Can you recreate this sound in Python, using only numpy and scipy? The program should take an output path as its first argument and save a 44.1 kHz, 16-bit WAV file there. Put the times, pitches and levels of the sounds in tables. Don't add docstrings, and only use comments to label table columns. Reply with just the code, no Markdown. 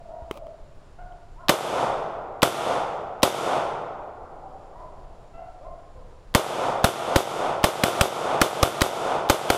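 import sys
import numpy as np
from scipy import signal
from scipy.fft import rfft, irfft
from scipy.io import wavfile
from scipy.ndimage import uniform_filter1d

SR = 44100
rng = np.random.default_rng(int(sys.argv[2]) if len(sys.argv) > 2 else 0)


def transcribe(u):
    v = np.clip(np.atleast_2d(u).T, -1, 1)
    q = np.round(v * 32767).astype(np.int16)
    wavfile.write(sys.argv[1], SR, q)


N = 422037


def gain_of(db):
    return 10 ** (np.asarray(db) / 20)


def evened(x):
    return x / np.sqrt(np.mean(x ** 2) + 1e-20)


def read(points, hz):
    f, value = np.transpose(points)
    return np.interp(np.log(hz + 1), np.log(f + 1), value)


def add(mix, start_s, sound):
    part = mix[round(start_s * SR):][:len(sound)]
    part += sound[:len(part)]


def causal(colour, size=4096):
    hz = abs(np.fft.fftfreq(size, 1 / SR))
    log_gain = np.log(gain_of(read(colour, hz)))
    spectrum = np.exp(np.conj(signal.hilbert(log_gain)))
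    pulse = np.fft.ifft(spectrum).real[:size // 2]
    return pulse / np.linalg.norm(pulse)


def scatter(seconds, lumpy_db, size=24):
    count = round(seconds * SR) // size
    place, sign, strength = rng.random((count, 3)).T
    position = np.arange(count) * size + (place * size).astype(int)
    taps = np.zeros(count * size)
    taps[position] = np.sign(sign - .5) * gain_of(-lumpy_db * np.log(strength + .00037))
    return evened(taps) / np.sqrt(size)


def dying(taps, *tails):
    hz, t, bands = signal.stft(taps, SR, nperseg=256)
    power = 0
    for t60, db in tails:
        seconds = np.maximum(read(t60, hz), .02)[:, None]
        power = power + gain_of(db - 60 * t / seconds) ** 2
    return signal.istft(bands * np.sqrt(power), SR, nperseg=256)[1]


# frequency in Hz, relative density in dB per Hz.
AIR_COLOUR = [(100, -7.5), (300, -0.5), (650, -2), (1200, -7), (2000, -16.5), (5000, -23), (6600, -27.5),
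              (7100, -22), (7700, -29), (10500, -32), (12000, -49.5), (12700, -34), (13000, -71.5)]
WIND_COLOUR = [(12, 0), (25, 6.5), (45, -12), (70, -7), (100, -14.5), (150, -15), (220, -31), (400, -37),
               (800, -66)]
AIR_DB, WIND_DB = -56, -43.5


def noise(colour, db, gusty_db):
    hz, t = np.fft.rfftfreq(N, 1 / SR), np.arange(N) / SR
    gusts = np.zeros(N)
    for gust_hz in np.geomspace(3, 25, 16):
        gusts += np.sin(2 * np.pi * (gust_hz * t + rng.random())) / np.sqrt(gust_hz)
    coloured = irfft(rfft(rng.standard_normal(N)) * gain_of(read(colour, hz)), N)
    return gain_of(db + gusty_db * evened(gusts)) * evened(coloured)


# start in seconds, length in seconds, first, top and last pitch in Hz,
# level in dB, then 2nd partial and each of 3rd and 4th partial in dB against the first.
BARKS = [(0.0, 0.027, 716, 702, 587, -43, -35, -45), (0.078, 0.11, 567, 731, 625, -40.5, -24, -49),
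         (0.085, 0.1, 790, 958, 947, -53, -20, -45), (0.343, 0.12, 480, 692, 583, -41.5, -22, -51),
         (0.982, 0.051, 674, 731, 715, -42.5, -9.5, -29), (1.107, 0.032, 713, 713, 710, -43.5, -25, -45),
         (1.356, 0.11, 837, 1085, 860, -48.5, -25, -40), (1.387, 0.075, 620, 734, 570, -49, -3, -32),
         (4.431, 0.05, 810, 763, 758, -40.5, -34, -50), (4.742, 0.122, 929, 1005, 1012, -47, -21, -45),
         (4.799, 0.04, 677, 630, 577, -47, -10, -45.5), (5.332, 0.081, 654, 677, 687, -45, -8.5, -19),
         (5.376, 0.073, 762, 732, 710, -41.5, -21.5, -35), (5.49, 0.038, 728, 760, 730, -54, -19.5, -51),
         (5.604, 0.077, 497, 630, 709, -44, -16, -33), (5.645, 0.048, 953, 1056, 1080, -48.5, -20.5, -45),
         (5.679, 0.044, 700, 705, 696, -45, -21, -45), (5.95, 0.067, 524, 523, 432, -49.5, -7.5, -38.5)]


def dogs():
    direct = np.zeros(N)
    hoarse = evened(uniform_filter1d(rng.standard_normal(N), size=220))
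    breath = evened(np.convolve(rng.standard_normal(N), np.hanning(150), "same"))
    for s, length, first_hz, top_hz, last_hz, db, second_db, higher_db in BARKS:
        u = np.arange(round(length * SR)) / (length * SR)
        glide = np.interp(u, [0, .45, 1], [first_hz, top_hz, last_hz])
        hz = uniform_filter1d(glide, size=600, mode="nearest")
        here = slice(round(s * SR), round(s * SR) + len(u))
        phase = 2 * np.pi * np.cumsum(hz * (1 + .014 * hoarse[here])) / SR
        voice = np.sin(phase) + gain_of(second_db) * np.sin(2 * phase)
        voice += gain_of(higher_db) * (np.sin(3 * phase) + np.sin(4 * phase))
        voice *= (1 + .3 * breath[here]) * signal.windows.tukey(len(u), .3)
        add(direct, s, gain_of(db) * voice)
    t60 = [(400, 1.1), (800, .96), (1500, .85), (2200, .41)]  # Hz, seconds
    tail = dying(scatter(2.9, 1.1), (t60, 0))
    tail *= np.clip(np.arange(len(tail)) / SR / .051, 0, 1)
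    scattered = signal.fftconvolve(direct, tail / np.linalg.norm(tail))[:N]
    return direct + gain_of(-2.0) * scattered


# start in seconds, level in dB, hardness as ring tilt in dB per octave.
KNOCKS = [(0.222, -39, -10.5), (0.311, -12.5, 2.5), (0.374, -56, 9.5), (0.468, -36, 3), (1.123, -75, 15.5)]
# frequency in Hz, level in dB before the tilt, t60 in seconds.
RIFLE_MODES = [(60, -17, .05), (200, -18, .03), (404, 0, .016), (1000, -5, .01), (2100, -17, .01),
               (3100, -19, .01)]
# start in seconds, end in seconds, level in dB.
RATTLE = (.312, 0.393, -46.5)
# frequency in Hz, relative density in dB per Hz.
RATTLE_COLOUR = [(400, -4), (1200, -1), (1700, -24), (2400, -10), (2900, -17), (3600, -18), (5000, -23.5),
                 (12000, -30)]
GRIT_DB = -15


def handling():
    out, t = np.zeros(N), np.arange(3000) / SR
    for s, db, hard_db in KNOCKS:
        ring = np.zeros(len(t))
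        for hz, mode_db, t60 in RIFLE_MODES:
            tilt_db = hard_db * np.log2(hz / 400)
            ring += gain_of(mode_db + tilt_db - 60 * t / t60) * np.sin(2 * np.pi * hz * t)
        spit = rng.standard_normal(len(t)) * np.exp(-t / .0025)
        grit = gain_of(GRIT_DB + 2 * hard_db) * np.convolve(spit, causal(RATTLE_COLOUR))[:len(t)]
        add(out, s, gain_of(db) * np.clip(t / .0006, 0, 1) * (ring + grit))
    start, end, db = RATTLE
    ticks = evened(scatter(.15, 3.5, size=30)[:round((end - start) * SR)])
    ticks *= signal.windows.tukey(len(ticks), .3)
    add(out, start, gain_of(db) * np.convolve(ticks, causal(RATTLE_COLOUR)))
    return out


# delay in seconds, relative level in dB.
TRUNKS = [(0.0047, 13), (0.0082, 13), (0.0232, 11), (0.0307, 12.5), (0.0463, 15), (0.0956, 13.5),
          (0.1159, 13), (0.1582, 10), (0.1801, 11), (0.2355, 12), (0.2449, 11), (0.3348, 10.5),
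          (0.3507, 10.5)]
FAR_TRUNKS_FROM_S, FAR_TRUNKS_GAP_S = .255, .012
FAR_TRUNKS_DB, FAR_TRUNKS_SPREAD_DB = 7.5, 1.2


def stand_of_trees(seconds):
    count = int(seconds / FAR_TRUNKS_GAP_S)
    place, size = rng.random(count), rng.standard_normal(count)
    delays = FAR_TRUNKS_FROM_S + (np.arange(count) + place) * FAR_TRUNKS_GAP_S
    return TRUNKS + list(zip(delays, FAR_TRUNKS_DB + FAR_TRUNKS_SPREAD_DB * size))


# delay of the middle in seconds, depth in seconds, lift in dB.
STANDS = [(0.04, 0.03, 5.5), (0.348, 0.056, 0.5)]
# frequency in Hz, t60 in seconds.
NEAR_T60 = [(60, 0.28), (700, 0.32), (4000, 0.056), (12000, 0.033)]
WOODS_T60 = [(60, 1.9), (250, 0.78), (700, 1.887), (1400, 1.4), (3200, 0.91), (6500, 0.8), (11000, 0.64),
             (15000, 0.23)]
FAR_T60 = [(100, 3.1), (700, 6.34), (1500, 3.4), (3000, 1.6), (8000, 0.73)]
# frequency in Hz, relative density in dB per Hz.
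ECHO = [(30, -37.5), (131, -10.5), (190, -12.5), (280, -9.5), (345, -5.5), (420, -4), (721, -4),
        (1000, -10.5), (1420, -13), (1650, -24), (2700, -22), (3600, -17.5), (3850, -24.5), (9700, -26.5),
        (14500, -28), (16000, -58.5)]


def woods(leaves, trees):
    trunks, t = np.zeros(len(leaves)), np.arange(len(leaves)) / SR
    for delay, db in trees:
        add(trunks, delay, gain_of([db]))
    b, a = signal.butter(2, 1900, fs=SR)
    thuds = signal.lfilter(b, a, gain_of(3.0) * trunks + leaves)
    hiss = rng.standard_normal(len(leaves))
    taps = thuds + gain_of(-8.5) * (hiss - signal.lfilter(b, a, hiss))
    taps *= np.clip(t / .004, 0, 1)
    lift_db = sum(db * np.exp(-((t - delay) / depth) ** 2) for delay, depth, db in STANDS)
    tail = dying(taps * gain_of(lift_db), (NEAR_T60, -11), (WOODS_T60, -5), (FAR_T60, -28))
    return signal.fftconvolve(tail, causal(ECHO))


# time in seconds, blast in dB, peak of the hammer click in dB,
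# thump in dB on top of the blast level.
SHOTS = [(1.4929, 9.5, -5, -12), (2.429, 7.5, -8.5, -2), (3.2307, 8.5, -22, -1), (6.3492, 8, -26, 9.5),
         (6.8425, 8.5, -26, 11.5), (7.1594, 6, -24, 14), (7.6405, 7, -19, 11), (7.8364, 5, -19, 5),
         (8.0105, 7.5, -16, 14), (8.4152, 5.5, -20, 10), (8.6291, 6.5, -23, 14.5), (8.8172, 5.5, 2, 16.5),
         (9.2984, 7, -17, 10.5), (9.5015, 3.5, -10, 9)]
# frequency in Hz, relative density in dB per Hz.
HAMMER = [(180, -49.5), (300, -17), (1030, -6), (1970, -18), (3030, -8.5), (5340, -17), (7320, -27.5),
          (14200, -27.5), (16000, -34)]
BLAST = [(30, -68), (150, 8), (400, -1), (1390, -3), (2480, -9), (4080, -11), (6550, -16.5), (12600, -21.5),
         (14800, -27), (16000, -36.5)]
HAMMER_LEAD_S = .0084


def rifle():
    out, t = np.zeros(N), np.arange(900) / SR
    still, drifting = scatter(3.2, 1.2), [scatter(3.2, 1.5) for _ in range(3)]
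    share = .22
    trees = stand_of_trees(.6)
    echoes = [woods(np.sqrt(1 - share) * still + np.sqrt(share) * air, trees) for air in drifting]
    gas = np.clip(t / .001, 0, 1) ** 3 * gain_of(-9000 * np.maximum(t - .0048, 0))
    push = -1.3 * (1 - t / .0012) * np.exp(-t / .0013) * np.clip(t / .0013, 0, 1) ** 3
    for k, (s, blast_db, hammer_db, thump_db) in enumerate(SHOTS):
        chatter, roar = rng.standard_normal((2, len(t)))
        click = np.convolve(chatter * np.exp(-t / .0027) * (t < .007), causal(HAMMER))
        add(out, s - HAMMER_LEAD_S, gain_of(hammer_db) * click / abs(click).max())
        roar = np.convolve(roar, causal(BLAST))[:len(t)]
        burst = gas * roar / np.std(roar[:280])
        add(out, s - .0009, gain_of(blast_db) * (burst + gain_of(thump_db) * push))
        add(out, s, gain_of(blast_db) * echoes[k % 3])
    return out


def scene():
    background = noise(AIR_COLOUR, AIR_DB, .4) + noise(WIND_COLOUR, WIND_DB, 1.8)
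    return (background + dogs() + handling() + rifle())[None]


def excess(x, threshold_db, recover_db, attack_s, size):
    power = abs(uniform_filter1d(x ** 2, size, origin=size // 2 - 1))
    power_db = 10 * np.log10(power + 1e-12)
    fall_db = np.arange(N) * recover_db / SR
    held_db = np.maximum.accumulate(power_db + fall_db) - fall_db
    r = np.exp(-1 / (attack_s * SR))
    return signal.lfilter([1 - r], [1, -r], np.maximum(held_db - threshold_db, 0))


def record(dry):
    x = dry[0]
    quick_db = excess(x, -12, 70, .016, size=200)
    slow_db = .14 * excess(x / gain_of(quick_db), -42, 26.7, .0059, size=2000)
    bass = signal.lfilter(*signal.butter(2, 75, fs=SR), x)
    ducked_bass = bass / gain_of(3.0 * slow_db)
    x = (x - bass + ducked_bass) / gain_of(quick_db + slow_db)
    rms = np.sqrt(abs(uniform_filter1d(x ** 2, size=60)))
    x = x / np.maximum(1, rms / .4)
    x = .85 * np.tanh(x / .85)
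    band_limit = signal.firwin(511, 16400, window=("kaiser", 9), fs=SR)
    return signal.oaconvolve(x, band_limit, "same")[None]


dry = scene()
out = record(dry)
transcribe(out)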